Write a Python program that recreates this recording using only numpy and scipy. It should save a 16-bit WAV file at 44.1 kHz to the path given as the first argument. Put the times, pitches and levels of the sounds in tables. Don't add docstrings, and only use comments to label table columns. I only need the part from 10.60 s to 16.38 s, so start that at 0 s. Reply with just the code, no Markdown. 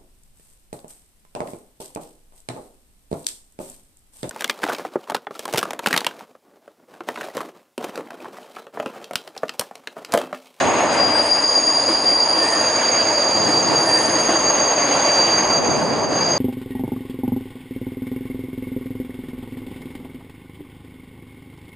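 import sys
import numpy as np
from scipy import signal
from scipy.fft import next_fast_len
from scipy.io import wavfile
from scipy.ndimage import uniform_filter1d

SR = 44100
rng = np.random.default_rng(int(sys.argv[2]) if len(sys.argv) > 2 else 0)


def store_wav(level_fs):
    pcm = np.round(np.clip(np.atleast_2d(level_fs), -1, 1) * 32767)
    wavfile.write(sys.argv[1], SR, pcm.T.astype(np.int16))


N = 254898


# time_s, level_db
LOW_DRIVE = [(0, -40), (.25, -40.5), (.38, -20.5), (.9, -18), (1.2, -20), (1.6, -18.5), (2.1, -23),
             (2.6, -21.5), (3.2, -21.5), (3.6, -24.5), (4.4, -26), (4.95, -26), (5.4, -31), (5.78, -27.5)]


def low_squeal():
    pan_db = in_time(SQUEAL_PAN)[0]
    tone = squeal(low_pitch(), LOW_DRIVE, bites()[0], pan_db, direct_db=-0.2, width=0.79, alike=0.85)
    return from_db(0.57) * tone


FAR_HZ, DOPPLER_HZ, TURN_S = 4700, 106, 2.45


def low_pitch():
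    return FAR_HZ + DOPPLER_HZ * np.exp(-np.arange(N) / SR / TURN_S)


# time_s, pitch_hz
HIGH_PITCH = [(0, 6565), (1, 6577), (1.7, 6566), (2.4, 6570), (3, 6535), (3.7, 6505), (4.3, 6493),
              (5, 6468), (5.78, 6460)]
# time_s, level_db
HIGH_DRIVE = [(0.0, -32.5), (0.14, -29.5), (0.6, -37.5), (0.76, -31.5), (1.05, -28.5), (1.5, -33.5),
              (1.83, -34), (2.08, -28), (2.35, -30), (2.6, -29.5), (3.5, -26), (3.95, -22.5), (4.55, -25.5),
              (5.1, -27), (5.28, -36.5), (5.68, -26.5)]


def high_squeal():
    hz = in_time(HIGH_PITCH)[0]
    pan_db = in_time(SQUEAL_PAN)[1]
    tone = squeal(hz, HIGH_DRIVE, bites()[1], pan_db, direct_db=-1.5, width=1.16, alike=0.88)
    return from_db(0.8) * tone


# time_s, low_left_over_right_db, high_left_over_right_db
SQUEAL_PAN = [(0.0, 3, -2), (0.55, 3.5, -1.0), (1.6, -0.5, -1.5), (2.1, -1.5, -4), (3.7, -2.0, 1),
              (4.2, -2, -1), (5.78, -2, -0.5)]
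CLEAN_PER_SWELL, CLEAN_PER_BITE = 1.04, 1.9


def squeal(hz, drive, bite_db, pan_db, direct_db, width, alike, flutter_db=0.5):
    level_db, = in_time(drive)
    lead_db = level_db - lingering(level_db)
    clean_db = direct_db + CLEAN_PER_SWELL * lead_db + CLEAN_PER_BITE * bite_db
    side_db = np.array([pan_db, -pan_db]) / 2
    gain = from_db(level_db + bite_db + flutter_db * drift(6.7) + side_db)
    return gain * wheel_tone(hz, clean_db, width, alike)


# centre_s, length_s, low_db, high_db
BITES = [(1.008, .1, 1, 3.5), (1.553, 0.071, 5.5, -1.5), (2.08, 0.053, 0.5, -1), (2.34, 0.071, 5, 5.5),
         (2.96, 0.049, 3.5, -1), (3.344, 0.067, 7, -4), (3.95, 0.027, -5, 5), (4.63, 0.28, 8.5, 0.5),
         (4.795, 0.032, 3, 5.5), (4.93, 0.13, 6, 1)]


def bites():
    return sum(np.outer(surge_db, swell(s, length_s)) for s, length_s, *surge_db in BITES)


ECHO_LAG_S = 0.38


def lingering(level_db):
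    r = np.exp(-1 / (ECHO_LAG_S * SR))
    power = from_db(level_db) ** 2
    echo_power, _ = signal.lfilter([1 - r], [1, -r], power, zi=power[:1])
    return 10 * np.log10(echo_power)


def wheel_tone(hz, direct_db, width, alike=0.81, wander_hz=2.03, steady_s=0.19):
    direct = from_db(direct_db)
    arrivals = (halo(width, alike) + direct * fading()) / np.hypot(1, direct)
    power = uniform_filter1d(np.mean(abs(arrivals) ** 2, axis=0), int(steady_s * SR))
    phase = 2 * np.pi * np.cumsum(hz + wander_hz * drift(7.7)) / SR
    return np.real(arrivals * np.exp(1j * phase)) * np.sqrt(2 / power)


# shift_hz, relative_db_per_hz
HALO = [(-600, -29.5), (-290, -26.5), (-160, -12), (-81, -9), (-9.5, 2), (54, -6), (118, -4.5), (231, -14),
        (325, -23.5), (696, -37.5)]


def halo(width, alike):
    size = next_fast_len(N)
    shift_hz = np.fft.fftfreq(size, 1 / SR) / width
    shape = from_db(np.interp(shift_hz, *np.transpose(HALO), left=-np.inf, right=-np.inf))
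    noise = rng.standard_normal((2, size)) + 1j * rng.standard_normal((2, size))
    echoes = np.fft.ifft(shape * noise)
    return rms_one(stereo(*echoes[:, :N], alike))


FADE_DEPTH, FADE_RATE_HZ = 0.31, 9.7


def fading():
    shifting = drift(FADE_RATE_HZ) + 1j * drift(FADE_RATE_HZ)
    return rms_one(1 + FADE_DEPTH * shifting)


OCTAVE_DB, OCTAVE_LOSS_DB_PER_S = 2.5, 3.5


def squeal_octave():
    loss_db = OCTAVE_LOSS_DB_PER_S * np.arange(N) / SR
    level_db = OCTAVE_DB + 2 * lingering(in_time(LOW_DRIVE)[0]) - loss_db
    return from_db(level_db) * wheel_tone(2 * low_pitch(), direct_db=-11, width=1.45)


# centre_s, length_s, pitch_hz, peak_db
OTHER_WHEELS = [(.15, 0.65, 8350, -50), (2.39, 1.17, 6510, -30), (3.353, 0.45, 10230, -41.5),
                (4.3, 2.1, 10050, -54.5), (4.86, 1.7, 8330, -57), (5.683, 0.35, 4772, -25)]


def other_wheels():
    t, out = np.arange(N) / SR, 0
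    for s, length_s, hz, peak_db in OTHER_WHEELS:
        arch = np.sqrt(np.clip(1 - (2 * (t - s) / length_s) ** 2, 0, 1))
        out = out + from_db(peak_db) * arch * wheel_tone(hz, direct_db=1.0, width=0.7)
    return out


# start_s, hold_s, shrill_db, low_db
GRAZES = [(.55, 0.13, -45, -49), (1.835, 0.13, -46, -34), (3.295, 0.13, -42.5, -34.5),
          (3.55, 0.19, -53, -44)]
# pitch_hz, relative_db, halo_width_ratio, direct_db
FLANGE_MODES = [(8380, 1.5, .8, -14), (10250, 2.5, 1.1, -17)]
# shrill_db, low_db
RUB_DB = [-12, 4]
GRAZE_ATTACK_S, GRAZE_RELEASE_S = 0.034, 0.057


def flange(low_hz=1807, ragged_db=2.5):
    t, hiss_db = np.arange(N) / SR, in_time(ROLLING)[2]
    shrill_gain, low_gain = [from_db(hiss_db + db) for db in RUB_DB]
    for s, hold_s, shrill_db, low_db in GRAZES:
        before = np.maximum(s - t, 0) / GRAZE_ATTACK_S
        after = np.maximum(t - s - hold_s, 0) / GRAZE_RELEASE_S
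        contact = np.exp(-before - after)
        shrill_gain = shrill_gain + from_db(shrill_db) * contact
        low_gain = low_gain + from_db(low_db) * contact
    shrill = 0
    for hz, db, width, direct_db in FLANGE_MODES:
        shrill = shrill + from_db(db + ragged_db * drift(13)) * wheel_tone(hz, direct_db, width)
    return shrill_gain * shrill + low_gain * wheel_tone(low_hz, direct_db=-2, width=0.34)


# time_s, wheel_roar_db, rail_ring_db, contact_hiss_db
ROLLING = [(0.0, -20.5, -28.5, -46), (0.56, -22.5, -30.0, -53.5), (0.74, -26.5, -35, -51),
           (1.2, -26.5, -36.0, -49.5), (1.74, -25, -36.0, -52), (1.82, -23, -33.0, -46.5),
           (2.35, -25, -31, -48.5), (2.65, -23.5, -34.5, -48.5), (2.9, -23, -33, -47.5),
           (3.7, -23.5, -33, -47.5), (4.1, -22, -32, -49), (4.52, -22.5, -29, -46.5),
           (4.9, -21.5, -32.5, -51.5), (5.4, -23.0, -38.5, -58), (5.68, -23, -33.5, -52.0),
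           (5.78, -25.5, -39, -56)]
# time_s, level_db
VIADUCT = [(0.0, -38.5), (0.45, -43), (0.7, -50.5), (2.6, -43), (2.8, -36), (3.4, -42), (4.4, -41),
           (5.3, -34.5), (5.78, -34)]
PART_HZ = [130, 600, 2400, 7600]
PART_DB = [-39, -24.5, -33.5, -50.5]
# frequency_hz, relative_db_per_hz
ROLLING_COLOUR = [(20, -36), (40, -42), (70, -27), (100, -12.5), (160, -9), (240, -9.5), (390, -5.5),
                  (590, -1), (1060, -5.5), (1290, -10), (2000, -12.5), (2950, -17.5), (3600, -22.5),
                  (4400, -23), (5600, -29), (7600, -32.5), (11000, -39)]
# frequency_hz, left_right_correlation
LIKENESS = [(25, .7), (60, 0.75), (130, 0.93), (270, 0.89), (560, 0.93), (1100, 0.85), (2400, 0.5),
            (5000, 0.83), (11000, 1)]


def rolling(level_db=-49.0, patchy_db=1.4, shared_db=0.88):
    parts_db = in_time(VIADUCT) + in_time(ROLLING)
    swell_db = np.array([part - db for part, db in zip(parts_db, PART_DB)])
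    edges_hz = 18.6 * 2 ** (np.arange(38) / 4)
    out, jolts, white = 0, drift(23), rng.standard_normal((2, 2, N))
    for k, (low, high) in enumerate(zip(edges_hz, edges_hz[1:])):
        hz = np.sqrt(low * high)
        mid, side = rms_one(band(white[k % 2], low, high))
        shares = np.array([np.interp(np.log(hz), np.log(PART_HZ), part) for part in np.eye(len(PART_HZ))])
        uneven_db = patchy_db * drift(13.0) + shared_db * jolts
        db = level_db + at_hz(ROLLING_COLOUR, hz) + shares @ swell_db + uneven_db
        out = out + from_db(db) * np.sqrt(high - low) * stereo(mid, side, at_hz(LIKENESS, hz))
    return out


# centre_hz, width_hz, relative_db
TRACK_MODES = [(93.5, 39, -21), (241.3, 10, -13), (294.3, 20.4, -9), (327, 20, -8), (504, 35, -13.5),
               (605.7, 51, -6.5), (892.4, 34, -8.5), (1102, 9.4, -12.5)]


def track_ring(level_db=-4.0, uneven_db=2.5):
    modes = 0
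    for hz, width_hz, db in TRACK_MODES:
        gain = from_db(db + uneven_db * drift(1.8))
        modes = modes + gain * resonance(hz, width_hz, at_hz(LIKENESS, hz))
    return from_db(in_time(ROLLING)[0] + level_db) * modes


def deck_boom(level_db=-3.0, hz=200, width_hz=60, follows=1.5, lumpy_db=2.5, alike=0.65):
    load_db = in_time(VIADUCT)[0] - PART_DB[0]
    gain = from_db(PART_DB[0] + level_db + follows * load_db + lumpy_db * drift(15))
    return gain * band(resonance(hz, width_hz, alike), hz / 2, hz * 2)


# time_s, relative_db
KNOCKS = [(0.239, -21), (.49, -25), (0.971, -24.5), (1.285, -18.5), (1.49, -24), (2.89, -21),
          (3.689, -16.5), (4.5, -31)]
# centre_hz, relative_db, t60_s
KNOCK_MODES = [(300, -4, .25), (332, -3.5, 0.32), (560, -9, 0.13), (594, -2.5, 0.28), (656, 1, 0.1),
               (980, -3, 0.12), (1210, -13, 0.15), (1850, -12, .15)]


def knocks(level_db=-2, contact_s=0.003, alike=0.97):
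    out, blows = 0, np.zeros(N)
    for s, db in KNOCKS:
        blows[int(s * SR)] = from_db(db + level_db)
    blows = uniform_filter1d(blows, int(contact_s * SR))
    for hz, db, t60_s in KNOCK_MODES:
        decay = signal.lfilter([1], [1, -from_db(-60 / (t60_s * SR))], blows + 1e-18)
        out = out + from_db(db) * decay * resonance(hz, hz / 10, alike)
    return out


# start_s, level_db
RATTLES = [(.325, -34), (1.286, -42), (2.89, -36), (5.05, -49), (5.158, -41), (5.69, -49)]


def rattles(decay_s=0.085, low_hz=2500, alike=0.96):
    t = np.arange(N) / SR
    shake = sum(from_db(db) * (t > s) * np.exp(-abs(t - s) / decay_s) for s, db in RATTLES)
    chatter = band(rng.standard_normal((2, N)), low_hz, 10000)
    return shake * stereo(*rms_one(chatter * from_db(1.6 * drift(80))), alike)


# centre_s, length_s, peak_db
GUSTS_AND_THUDS = [(0.054, .2, -25), (.4, 0.32, -30), (1.973, 0.17, -40), (2.878, 0.33, -29),
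                   (3.133, 0.14, -24), (3.457, 0.25, -31), (3.963, .2, -31), (5.043, 0.34, -28),
                   (5.332, 0.39, -27.5), (5.5, 0.095, -29), (5.685, 0.15, -30)]


def gusts_and_thuds(level_db=0.0, low_hz=260, high_hz=480, lumpy_db=1.0, sub_hz=60, surge_db=-1.0):
    lumps_db = lumpy_db * np.array([drift(35), drift(32)])
    noise = rng.standard_normal((2, N)) * from_db(lumps_db)
    for order, hz, kind in (1, low_hz, "high"), (2, sub_hz, "high"), (2, high_hz, "low"):
        noise = signal.sosfilt(signal.butter(order, hz, kind, fs=SR, output="sos"), noise)
    swells = sum(from_db(db) * swell(s, length_s) for s, length_s, db in GUSTS_AND_THUDS)
    return from_db(level_db) * swells * rms_one(noise * from_db(surge_db * drift(5.2)))


def resonance(hz, width_hz, alike):
    ringing = signal.lfilter(*signal.iirpeak(hz, hz / width_hz, fs=SR), rng.standard_normal((2, N)))
    return stereo(*rms_one(ringing), alike)


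def band(x, low_hz, high_hz):
    return signal.sosfilt(signal.butter(2, [low_hz, high_hz], "band", fs=SR, output="sos"), x)


def stereo(mid, side, alike):
    alike = np.clip(alike, 0, 0.995)
    return np.sqrt((1 + alike) / 2) * mid + np.sqrt((1 - alike) / 2) * np.array([side, -side])


def swell(centre_s, length_s):
    return np.exp(-(2 * (np.arange(N) / SR - centre_s) / length_s) ** 2)


def drift(rate_hz):
    r = np.exp(-80 * np.pi * rate_hz / SR)
    noise = rng.standard_normal(N // 40 + 2002)
    slow = signal.lfilter([1], [1, -2 * r, r * r], noise)[2000:]
    return np.interp(np.arange(N) / 40, np.arange(len(slow)), rms_one(slow))


def in_time(rows):
    s, *columns = np.transpose(rows)
    return [np.interp(np.arange(N) / SR, s, c) for c in columns]


def at_hz(points, hz):
    points_hz, values = np.transpose(points)
    return np.interp(np.log(hz), np.log(points_hz), values)


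def from_db(db):
    return 10 ** (np.asarray(db) / 20)


def rms_one(x):
    return x / np.sqrt(np.mean(abs(x) ** 2) + 1e-20)


# centre_s, length_s, depth_db
DIPS = [(5.014, .04, 4.5), (5.478, 0.054, 5.5)]


def scene():
    wheels = low_squeal() + high_squeal() + squeal_octave() + other_wheels() + flange()
    track = rolling() + track_ring() + deck_boom() + knocks() + rattles()
    dip_db = sum(depth_db * swell(s, length_s) for s, length_s, depth_db in DIPS)
    return from_db(-dip_db) * (wheels + track) + gusts_and_thuds()


CUTOFF_HZ = 11000


def record(dry):
    return signal.sosfilt(signal.ellip(16, 0.1, 90, CUTOFF_HZ, fs=SR, output="sos"), dry)


dry = scene()
out = record(dry)
store_wav(out)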